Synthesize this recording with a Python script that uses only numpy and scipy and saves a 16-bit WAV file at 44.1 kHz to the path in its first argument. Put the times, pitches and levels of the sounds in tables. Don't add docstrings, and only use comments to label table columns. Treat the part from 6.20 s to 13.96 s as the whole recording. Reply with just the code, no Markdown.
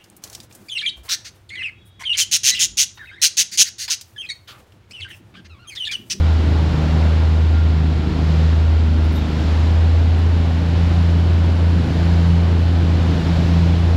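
import sys
import numpy as np
from scipy import signal
from scipy.fft import rfft, irfft
from scipy.io import wavfile
from scipy.ndimage import uniform_filter1d

SR = 44100
rng = np.random.default_rng(int(sys.argv[2]) if len(sys.argv) > 2 else 0)


def put_to_file(sound):
    columns = np.atleast_2d(sound).T
    safe = np.clip(columns, -1, 1)
    whole_steps = np.round(safe * 32767)
    wavfile.write(sys.argv[1], SR, whole_steps.astype(np.int16))


N = 342216
TIME = np.arange(N) / SR
THROTTLE_OPENS_S, SETTLE_S = 3.27, 0.6


def undb(db):
    return 10 ** (np.asarray(db) / 20)


def unit(x):
    return x / np.sqrt(np.mean(x ** 2))


def noise():
    return rng.standard_normal(N)


def curves(table):
    times_s, *columns = np.transpose(table)
    return [np.interp(TIME, times_s, column) for column in columns]


def walk(rate_hz):
    hold = max(int(SR / rate_hz), 1)
    steps = np.repeat(rng.standard_normal(N // hold + 1), hold)
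    smooth = uniform_filter1d(uniform_filter1d(steps, hold), hold)
    return unit(smooth[:N])


def colour(x, outline):
    hz, db = np.transpose(outline)
    f = np.maximum(np.arange(N // 2 + 1) * SR / N, 1)
    gain = undb(np.interp(np.log(f), np.log(hz), db))
    skirts = np.minimum(f / hz[0], 1) ** 2 * np.minimum(hz[-1] / f, 1) ** 2
    return unit(irfft(rfft(x) * gain * skirts, N))


def tone(angle):
    return np.sqrt(2) * np.sin(angle)


def turning(hz):
    return 2 * np.pi * np.cumsum(hz) / SR


def swell(peak_s, half_s):
    return np.exp(-((TIME - peak_s) / half_s) ** 2)


def by_throttle(low, raised):
    return raised + (low - raised) * np.exp(-np.maximum(TIME - THROTTLE_OPENS_S, 0) / SETTLE_S)


def bubbles(count, low_hz, high_hz, cycles, spread_db):
    out = np.zeros(N + SR)
    for when, pitch, size in rng.random((count, 3)):
        hz = low_hz * (high_hz / low_hz) ** pitch
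        t = np.arange(min(int(cycles * SR / hz), SR)) / SR
        age = t * hz / cycles
        ring = np.sin(2 * np.pi * hz * t * (1 + age / 8)) * np.exp(-4 * age)
        start = int(when * N)
        out[start:start + len(t)] += undb(spread_db * size) * ring
    return unit(out[:N])


def rolling(sag_hz_per_db=0.3, sag_spread=1.2, burble_spread=1.49):
    # deepest_s, half_length_s, firing_note_loss_db, burble_rise_db
    dips = [(0.263, 0.0895, 3, 5), (0.573, .14, 7, 6.5), (1.599, 0.0703, 3, 1), (1.888, .17, 7.5, 6),
            (2.722, .1, 1, 2), (3.105, .19, 8.5, 5.5), (4.39, 0.1465, 3, 1), (5.69, 0.0984, 6, 2),
            (6.983, .3, 3, 4.5), (7.025, .03, 9.5, -1)]
    muffle_db = sum(loss_db * swell(s, half_s) for s, half_s, loss_db, _ in dips)
    sag_hz = sum(sag_hz_per_db * loss_db * swell(s, sag_spread * half_s) for s, half_s, loss_db, _ in dips)
    choke_db = sum(rise_db * swell(s, burble_spread * half_s) for s, half_s, _, rise_db in dips)
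    return muffle_db, sag_hz, choke_db


def exhaust(crank, note_db, burble_db, choke=0.6):
    # time_s, level_db
    octave_levels = [(0.0, -26), (0.17, -38), (0.62, -20), (1.34, -35), (1.6, -21.5), (1.77, -30.5),
                     (2.18, -20.5), (2.64, -48), (2.68, -31), (3.09, -31), (4.08, -46), (4.19, -27),
                     (4.95, -23.5), (5.1, -29), (6.16, -18.5), (6.35, -28), (7.43, -19.5), (7.76, -26)]
    # multiple_of_crankshaft_rate, level_db (before throttle and dips change it)
    crank_orders = [(1, -50), (2, -34.5), (4, -35.5), (4.5, -49), (5, -36.5), (7, -43.5), (8, -39),
                    (10, -41.5), (12, -39), (13, -46.5), (15, -44), (16.5, -47.5), (18, -47)]
    firing = 3 * crank
    octave_db, = curves(octave_levels)
    rough_db = choke * (burble_db - burble_db.mean())

    note = undb(note_db + 0.4 * walk(13)) * tone(firing + 0.03 * walk(24))
    octave = undb(octave_db + 0.72 * walk(10)) * tone(2 * firing + 0.12 * walk(12))
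    third_db = by_throttle(low=-34, raised=-38.5) + rough_db + 2.5 * walk(5)
    third = undb(third_db) * tone(3 * firing + 0.25 * walk(7.1))

    uneven = np.zeros(N)
    for order, db in crank_orders:
        angle = order * crank + 0.52 * walk(8) + 2 * np.pi * rng.random()
        uneven += undb(db + 3 * walk(7)) * tone(angle)
    uneven_db = by_throttle(low=-2, raised=-3) + rough_db
    return note + octave + third + uneven * undb(uneven_db)


def burble(crank, burble_db, throb=0.11, gulp_share=0.62):
    # pitch_hz, relative_level_db
    gas_outline = [(22, -15), (40, -1.5), (60, 1), (110, -1), (155, 1.5), (195, 2.5), (228, -9), (262, 2),
                   (285, -1.5), (320, -5.5), (355, -6.5), (400, -19), (700, -22)]
    gulps = bubbles(count=900, low_hz=90.4, high_hz=378, cycles=6.8, spread_db=5.5)
    gas = colour(noise(), gas_outline) + gulp_share * colour(gulps, gas_outline)
    return unit(gas * (1 + throb * np.sin(crank))) * undb(burble_db)


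def breaking():
    # peak_s, half_length_s, churn_rise_db, foam_rise_db
    waves = [(0.12, .3, 2.5, 1.8), (0.74, 0.37, 4, 3), (2.163, .2, 2, 3), (3.294, 0.33, 3, 3),
             (4.707, 0.2, 0.5, 1.3), (5.86, 0.26, 1.2, 1.9), (7.189, 0.5, 1.4, 3)]
    churn_surge_db = sum(db * swell(s, half_s) for s, half_s, db, _ in waves)
    foam_surge_db = sum(db * swell(s, half_s) for s, half_s, _, db in waves)
    churn_db = by_throttle(low=-34, raised=-32) + churn_surge_db
    foam_db = by_throttle(low=-39, raised=-38) + foam_surge_db
    return churn_db, foam_db


def wake(churn_db, foam_db, plop_share=0.5, fizz_share=0.38, spray_db=-52, spray_growth=1.9):
    # pitch_hz, relative_level_db
    churn_outline = [(30, -6), (120, -0.5), (400, 1.5), (700, 1), (950, -1.5), (1250, -6.5), (1550, -9.5),
                     (2000, -17), (4000, -27)]
    # pitch_hz, relative_level_db
    foam_outline = [(600, -11), (1500, 4), (2100, 2), (3000, 1.5), (4100, 0), (5200, -7), (6200, -16.5),
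                    (7200, -15), (8600, -27), (10500, -28.5), (11700, -31.5), (12600, -26.5),
                    (13800, -41.5), (15700, -40.5)]
    # pitch_hz, relative_level_db
    spray_outline = [(3000, -2.5), (4200, 0), (5500, 2), (7200, -5.5), (8600, -16.5), (11700, -22.5),
                     (12700, -19), (15700, -33)]
    plops = bubbles(count=3000, low_hz=350, high_hz=1673, cycles=10.7, spread_db=12)
    fizz = bubbles(count=9000, low_hz=1505, high_hz=6500, cycles=8, spread_db=8)
    churn = unit(colour(noise(), churn_outline) + plop_share * colour(plops, churn_outline))
    foam = unit(colour(noise(), foam_outline) + fizz_share * colour(fizz, foam_outline))
    spray_level_db = spray_db + spray_growth * (foam_db - foam_db.mean())
    spray = colour(noise(), spray_outline) * undb(spray_level_db)
    churn = churn * undb(churn_db + 0.38 * walk(13))
    foam = foam * undb(foam_db + 0.1 * walk(18))
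    return churn + foam + spray


def gears(crank, meshes_per_turn=52.8, swell_half_s=0.063, waver_db=0.5, blur_rad=0.45):
    # peak_s, rise_db
    gear_swells = [(0.08, 5), (1.38, 9.5)]
    swell_db = sum(db * swell(s, swell_half_s) for s, db in gear_swells)
    mesh_db = by_throttle(low=-49.5, raised=-57.5) + swell_db
    octave_db = by_throttle(low=-60, raised=-53)
    mesh = meshes_per_turn * crank + blur_rad * walk(25)
    whine = undb(mesh_db + waver_db * walk(12)) * tone(mesh)
    octave = undb(octave_db + waver_db * walk(14)) * tone(2 * mesh)
    return whine + octave


def turbocharger():
    # time_s, pitch_hz, level_db
    whistle_course = [(0, 8925, -77), (3.2, 8925, -78), (3.6, 9300, -76), (4.0, 9700, -76),
                      (4.7, 10060, -72), (7.76, 10070, -67)]
    hz, db = curves(whistle_course)
    flutter_hz = by_throttle(low=20, raised=60) * walk(300)
    hz = hz + flutter_hz + 18 * walk(7)
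    db = db + 2.2 * walk(90) + 2 * walk(7)
    return undb(db) * tone(turning(hz))


def hooks(focus_hz=1200, other_share=0.07, scrape_db=-13, scrape_s=0.012, ring_db=-3):
    # start_s, level_db, pitch_hz (that rings most)
    hook_taps = [(2.841, -50, 10400), (2.848, -42, 5141), (2.912, -53, 15500), (2.922, -48, 9300),
                 (2.924, -55, 12290), (2.937, -48, 15500), (2.951, -47, 12290), (2.958, -36, 3700),
                 (2.965, -50, 12290), (3.6, -58, 9300), (3.981, -49, 8400), (3.986, -52, 13700)]
    # pitch_hz, relative_level_db, t60_s
    hook_modes = [(3698, 0, .4), (5141, -3, .12), (8646, -8, .09), (9141, -8, .15), (9356, -4, .2),
                  (10410, -7, .12), (11330, -8, .16), (12290, 0, .14), (13300, -7, .14), (15600, -3, .05)]
    out = np.zeros(N + SR)
    t = np.arange(SR // 2) / SR
    grit = colour(noise(), [(3000, -3), (7000, 0), (12000, -8), (15500, -12)])[:len(t)]
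    for start_s, tap_db, pitch_hz in hook_taps:
        scrape = rng.choice([-1, 1]) * np.roll(grit, rng.integers(len(t)))
        tap = undb(scrape_db) * scrape * np.exp(-t / scrape_s)
        for hz, db, t60_s in hook_modes:
            share = other_share + np.exp(-((hz - pitch_hz) / focus_hz) ** 2)
            ring = np.sin(2 * np.pi * (hz * t + rng.random())) * np.exp(-np.log(1000) * t / t60_s)
            tap = tap + undb(db + ring_db) * share * ring
        start = int(start_s * SR)
        out[start:start + len(t)] += undb(tap_db) * tap
    return out[:N]


def scene():
    muffle_db, sag_hz, choke_db = rolling()
    firing_hz = by_throttle(low=79.62, raised=84.34) - sag_hz
    crank = turning(firing_hz) / 3
    note_db = by_throttle(low=-12.5, raised=-13.5) - muffle_db
    burble_db = by_throttle(low=-29.5, raised=-26) + choke_db
    churn_db, foam_db = breaking()

    engine = exhaust(crank, note_db, burble_db) + burble(crank, burble_db)
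    whines = gears(crank) + turbocharger()
    mix = engine + wake(churn_db, foam_db) + whines + hooks()
    return mix[None]


def record(dry):
    low_pass = signal.ellip(8, 0.2, 70, 15700, fs=SR, output="sos")
    return signal.sosfilt(low_pass, dry)


dry = scene()
out = record(dry)
put_to_file(out)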